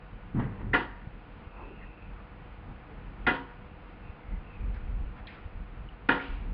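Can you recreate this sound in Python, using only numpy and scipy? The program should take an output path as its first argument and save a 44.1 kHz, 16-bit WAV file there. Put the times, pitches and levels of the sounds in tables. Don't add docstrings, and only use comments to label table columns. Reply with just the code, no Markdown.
import sys
import numpy as np
from scipy import signal
from scipy.fft import rfft, irfft, next_fast_len
from scipy.io import wavfile
from scipy.ndimage import uniform_filter1d, map_coordinates

SR = 44100
rng = np.random.default_rng(int(sys.argv[2]) if len(sys.argv) > 2 else 0)


def wav_out(sig):
    wavfile.write(sys.argv[1], SR, np.round(np.clip(np.atleast_2d(sig).T, -1, 1) * 32767).astype(np.int16))


N = 288089
T = np.arange(N) / SR


# (frequency [Hz], relative level [dB], nominal t60 [s], gain per unit of position [dB])
FRAME_MODES = [(271, -29, .5, 3), (335, -37, .35, 3), (372, -39, .42, -2), (488, -36, .4, 1),
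               (733, -31, .32, -1), (877, -37, .3, 0), (928, -35, .42, 4), (953, -32, .48, -2),
               (1064, -35, .38, 3), (1226, -42, .38, 3), (1409, -25, .25, -1), (1436, -28, .2, 3),
               (1469, -35, .45, 0), (1624, -33, .25, -2), (1676, -31, .22, -1), (1726, -28, .19, 0),
               (1840, -32, .22, 1), (1872, -31, .24, 4), (1988, -31, .26, -1), (2004, -25, .19, -4),
               (2418, -37, .18, 4), (2465, -33, .22, 1), (2755, -38, .19, 0), (2973, -44, .26, -4),
               (3295, -45, .27, 2), (3628, -50, .17, 3)]

def tube_ring(t, position, decay_scale):
    hz, mode_db, t60_s, slope_db = np.transpose(FRAME_MODES)[:, :, None]
    gain = amp(mode_db + position * slope_db)
    phase, twin_phase = rng.uniform(0, 2 * np.pi, (2, len(hz), 1))
    modes = fade(t, t60_s * decay_scale * 1.03) * np.sin(2 * np.pi * hz * t + phase)
    twin_hz = hz + rng.normal(0, 6, hz.shape)
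    twins = amp(-16) * fade(t, t60_s * decay_scale * 1.85) * np.sin(2 * np.pi * twin_hz * t + twin_phase)
    return np.sum(gain * (modes + twins), axis=0)


# (frequency [Hz], relative density [dB])
CLATTER_SPECTRUM = [(130, -33.5), (190, -4), (300, 5), (400, -1.5), (530, -2.5), (660, -12.5), (900, -1.5),
                    (1200, -9), (1450, -4), (1950, -2.5), (2250, -15.5), (2950, -9.5), (3900, -25.5),
                    (5300, -40)]
# (frequency [Hz], t60 [s])
CLATTER_DECAY = [(150, 0.25), (300, 0.34), (1000, 0.4), (2000, 0.28), (4500, 0.38)]
# (time [s], gain [dB], position on bar [-1..1], clatter trim [dB], ring decay [x], echo [dB])
BAR_KNOCKS = [(0.7337, -0.5, -0.59, 2.5, 0.89, -28.5), (3.2660, 1.5, -0.47, 1, 0.94, -38),
              (6.0870, 1.5, 1, 1, 0.79, -11)]

def frame_knocks():
    out, t = np.zeros(N), T[:SR]
    for start_s, db, position, clatter_db, decay_scale, echo_db in BAR_KNOCKS:
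        ring = tube_ring(t, position, decay_scale)
        dense_modes = steady(noise(CLATTER_SPECTRUM, size=SR), span_s=0.007)
        clatter = amp(clatter_db - 25.5) * damped(dense_modes, CLATTER_DECAY)
        posts = steady(band_noise(hz=166, octaves=0.97, size=SR), span_s=0.017)
        thud = amp(-36) * posts * fade(t, t60_s=0.35)
        attack = 1 - np.exp(-(t / 0.0034) ** 2)
        add(out, start_s, garden_echo(amp(db) * attack * (ring + clatter + thud), echo_db))
    return out


# (time [s], level [dB], centre [Hz], width [octaves], t60 [s])
HANGER_CONTACTS = [(0.732, -21.5, 1825, 0.16, 0.15), (.7480, -17.5, 1390, 0.65, 0.046),
                   (3.2653, -17.5, 1900, .15, 0.025), (3.2723, -22.5, 1910, 0.12, 0.015),
                   (3.2766, -17, 1350, 0.21, 0.015), (4.7409, -52.5, 1880, 0.92, 0.13),
                   (4.7616, -49.5, 1520, 0.55, 0.19), (5.2706, -38, 3550, 0.23, 0.028),
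                   (5.2727, -48.5, 2090, 0.65, 0.55), (5.888, -44, 2930, 0.08, 0.023),
                   (6.088, -25, 1790, 0.73, 0.022), (6.0945, -11.5, 1340, 0.38, 0.023),
                   (6.1948, -36.5, 2090, 0.31, .07), (6.2090, -47, 2420, 0.54, 0.83)]

def hanger_ticks():
    out, t = np.zeros(N), T[:SR // 2]
    attack = 1 - np.exp(-t / 0.0012)
    for start_s, db, hz, octaves, t60_s in HANGER_CONTACTS:
        clink = steady(band_noise(hz, octaves, size=len(t)), span_s=0.0067) * fade(t, t60_s)
        add(out, start_s, garden_echo(amp(db) * attack * clink, echo_db=-12))
    return out


# (frequency [Hz], t60 [s])
GARDEN_DECAY = [(150, 0.61), (1000, 0.78), (2500, 0.51), (5000, 0.76)]

def garden_echo(x, echo_db):
    build_up = 1 - np.exp(-T[:SR] / 0.0084)
    tail = damped(rng.standard_normal(SR), GARDEN_DECAY) * build_up
    return x + amp(echo_db) * signal.fftconvolve(x, tail / np.linalg.norm(tail))[:len(x)]


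# (frequency [Hz], relative density [dB])
RUMBLE_SPECTRUM = [(15, -28), (28, -11), (37, -6), (43.5, 1), (51, -9), (70, -13), (100, -18), (150, -30)]
# (frequency [Hz], relative density [dB])
FLUTTER_SPECTRUM = [(60, -11), (100, 5.5), (135, -1.5), (160, -4.5), (195, 2), (245, -7), (320, -11.5),
                    (450, -18), (800, -42)]
# (peak time [s], half length [s], rumble [dB], flutter re rumble [dB])
WIND_GUSTS = [(0.147, 0.024, -41, -7.5), (0.452, 0.07, -41, 5), (0.68, 0.07, -38, 1),
              (2.702, .03, -47, 1.5), (3.265, 0.045, -41.5, -10), (4.338, 0.042, -32, -13),
              (4.684, 0.074, -31, -13), (4.96, 0.1, -30.5, -15), (5.591, 0.042, -37, -15),
              (5.826, 0.071, -41.5, -9), (6.323, .025, -31.5, -16), (6.514, 0.11, -33, -12.5)]

def wind(draught_db=-48, wander_db=2.5, draught_flutter_db=-5.5, gust_cutoff_hz=78):
    draught = amp(draught_db + wander_db * wobble(8.7))
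    gust_power = np.zeros(N)
    flutter_power = (draught * amp(draught_flutter_db)) ** 2
    for peak_s, half_s, db, flutter_db in WIND_GUSTS:
        gust = amp(db) ** 2 * np.exp(-((T - peak_s) / half_s) ** 2)
        gust_power += gust
        flutter_power += gust * amp(flutter_db) ** 2
    big_eddies = lowpass(noise(RUMBLE_SPECTRUM), gust_cutoff_hz)
    rumble = draught * noise(RUMBLE_SPECTRUM) + np.sqrt(gust_power) * steady(big_eddies, span_s=0.032)
    flutter = np.sqrt(flutter_power) * steady(noise(FLUTTER_SPECTRUM), span_s=0.078)
    return rumble + flutter


# (time [s], peak level [dB], centre [Hz])
WIND_PUFFS = [(0.3495, -21.5, 147), (0.3738, -26, 152), (0.456, -25, 106), (1.075, -34, 94),
              (1.475, -35.5, 65), (2.693, -34, 60), (4.10, -34, 55), (5.46, -33, 49)]

def puffs():
    out = np.zeros(N)
    for centre_s, db, hz in WIND_PUFFS:
        phase = 2 * np.pi * hz * (T - centre_s)
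        out += amp(db) * phase * np.exp((1 - phase ** 2) / 2)
    return out


# (frequency [Hz], relative density [dB])
BURR_SPECTRUM = [(100, -8), (134, 3), (162, -18), (205, 0), (250, -4), (330, -13), (430, -32)]
# (frequency [Hz], relative density [dB])
BRUSH_SPECTRUM = [(120, -8.5), (250, -0.5), (450, 1.5), (680, -3.5), (1000, 2), (1300, -6), (1950, -5.5),
                  (2400, -21.5), (3100, -21), (5000, -52.5)]
# (time [s], level [dB], rise [s], t60 [s])
BRUSH_STROKES = [(0.345, -42.5, .025, 0.37), (0.388, -36.5, .008, 0.31), (0.46, -53, 0.15, .55)]

def brush():
    burr_envelope = amp(-22.5) * stroke(start_s=0.34, rise_s=0.039, t60_s=0.21)
    burr = burr_envelope * steady(noise(BURR_SPECTRUM), span_s=0.016)
    pressure = sum(amp(db) * stroke(s, rise_s, t60_s) for s, db, rise_s, t60_s in BRUSH_STROKES)
    grain = amp(1.7 * wobble(200))
    return burr + pressure * grain * noise(BRUSH_SPECTRUM)


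# (time [s], length [s], start pitch [Hz], end pitch [Hz], level [dB])
BIRD_NOTES = [(1.469, 0.37, 2536, 2693, -58.5), (1.7, .28, 2696, 2553, -57.5),
              (1.801, 0.056, 2064, 1810, -51), (1.897, 0.25, 2675, 2460, -60.5),
              (3.97, 0.21, 2650, 2550, -60.5), (4.158, 0.28, 2170, 1987, -59.5),
              (4.419, 0.27, 2745, 2320, -58)]

def bird():
    out = np.zeros(N)
    for start_s, length_s, start_hz, end_hz, db in BIRD_NOTES:
        progress = np.linspace(0, 1, int(length_s * SR))
        phase = 2 * np.pi * np.cumsum(start_hz + (end_hz - start_hz) * progress) / SR
        blur = unit(lowpass(rng.standard_normal(len(progress)), cutoff_hz=160))
        add(out, start_s, amp(db) * np.sin(np.pi * progress) * blur * np.sin(phase))
    return garden_echo(out, echo_db=-12)


# (frequency [Hz], relative density [dB])
HUSH_SPECTRUM = [(88, -25.5), (150, -3), (269, -12.5), (303, -4.5), (331, -13), (418, -13), (457, -11),
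                 (477, -12), (577, -14), (820, -11.5), (1500, -17), (2190, -20), (2570, -20), (4970, -45),
                 (6460, -83.5), (10900, -120)]
# (peak time [s], Gaussian sigma [s], centre [Hz], level [dB])
HUSH_SWELLS = [(1.605, 0.054, 910, -51.5), (1.675, 0.055, 344, -49), (2.187, 0.039, 1130, -57.5),
               (2.68, .04, 750, -58), (2.918, 0.021, 484, -54), (2.99, 0.05, 1390, -65),
               (3.5, .045, 1340, -56.5), (5.186, 0.023, 1730, -56), (5.213, 0.055, 810, -57.5),
               (5.362, 0.029, 1190, -55.5)]

def hush():
    drift_db = 0.4 * wobble(2) + 0.4 * wobble(12)
    out = amp(-53.5 + drift_db) * noise(HUSH_SPECTRUM)
    for peak_s, sigma_s, hz, db in HUSH_SWELLS:
        swell = np.exp(-((T - peak_s) / sigma_s) ** 2 / 2)
        out += amp(db) * swell * band_noise(hz, octaves=0.68, size=N)
    return out


# (frequency [Hz], relative level [dB])
HUM_PARTIALS = [(489.5, -65.5), (732, -71.5), (1222, -73), (1340, -72.5), (1464, -71)]

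def hum(gain_db=3.5, waver_rad=0.51):
    return sum(amp(db + gain_db) * np.sin(2 * np.pi * hz * T + waver_rad * wobble(8))
               for hz, db in HUM_PARTIALS)


def amp(db):
    return 10 ** (np.asarray(db) / 20)


def unit(x):
    return x / np.sqrt(np.mean(x ** 2) + 1e-20)


def along(points, hz):
    point_hz, values = np.transpose(points)
    return np.interp(np.log(hz + 1), np.log(point_hz + 1), values)


def wobble(rate_hz):
    return map_coordinates(rng.standard_normal(int(N * rate_hz / SR) + 4), [T * rate_hz])


def filtered(x, response):
    size = next_fast_len(len(x) + SR // 4)
    return irfft(rfft(x, size) * response(np.fft.rfftfreq(size, 1 / SR)), size)[:len(x)]


def lowpass(x, cutoff_hz):
    return filtered(x, lambda hz: 1 / (1 + (hz / cutoff_hz) ** 4))


def noise(spectrum, size=N):
    skirt = lambda hz: np.maximum(hz / spectrum[-1][0], 1) ** -4
    return unit(filtered(rng.standard_normal(size), lambda hz: amp(along(spectrum, hz)) * skirt(hz)))


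def band_noise(hz, octaves, size):
    band = lambda f: 1 / (1 + (np.log2((f + 1) / hz) / octaves) ** 2) ** 2
    return unit(filtered(rng.standard_normal(size), band))


def steady(x, span_s):
    width = max(int(span_s * SR), 2)
    power = uniform_filter1d(uniform_filter1d(x * x, width), width)
    return x / np.sqrt(np.abs(power) + 1e-9)


def damped(x, decay):
    hz, t, bins = signal.stft(x, SR, nperseg=256)
    gain = amp(-60 * t / along(decay, hz)[:, None])
    return signal.istft(bins * gain, SR, nperseg=256)[1][:len(x)]


def fade(t, t60_s):
    return np.exp(-np.log(1000) * t / t60_s)


def stroke(start_s, rise_s, t60_s):
    return np.clip((T - start_s) / rise_s, 0, 1) * fade(np.maximum(T - start_s - rise_s, 0), t60_s)


def add(track, start_s, x):
    part = track[max(round(start_s * SR), 0):][:len(x)]
    part += x[:len(part)]


def scene():
    return (frame_knocks() + hanger_ticks() + wind() + puffs() + brush() + bird() + hush() + hum())[None]


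# (frequency before mirroring [Hz], relative gain [dB])
IMAGE_RESPONSE = [(50, -8), (200, -3.5), (1000, -0.5), (2000, 1.5)]

def record(dry):
    cutoff_hz, stopband_db, sampling_hz, top_hz = 5150, -20, 8000, 15700
    passband = lambda hz: np.maximum(1 / np.sqrt(1 + (hz / cutoff_hz) ** 90), amp(stopband_db))
    narrow = filtered(dry[0], passband)
    leak = filtered(narrow, lambda hz: amp(along(IMAGE_RESPONSE, hz)))
    clock_phase = 2 * np.pi * sampling_hz * T
    images = leak * (amp(-51.5) * np.cos(clock_phase) + amp(-61) * np.cos(2 * clock_phase))
    return filtered(narrow + images, lambda hz: hz < top_hz)[None]


dry = scene()
out = record(dry)
wav_out(out)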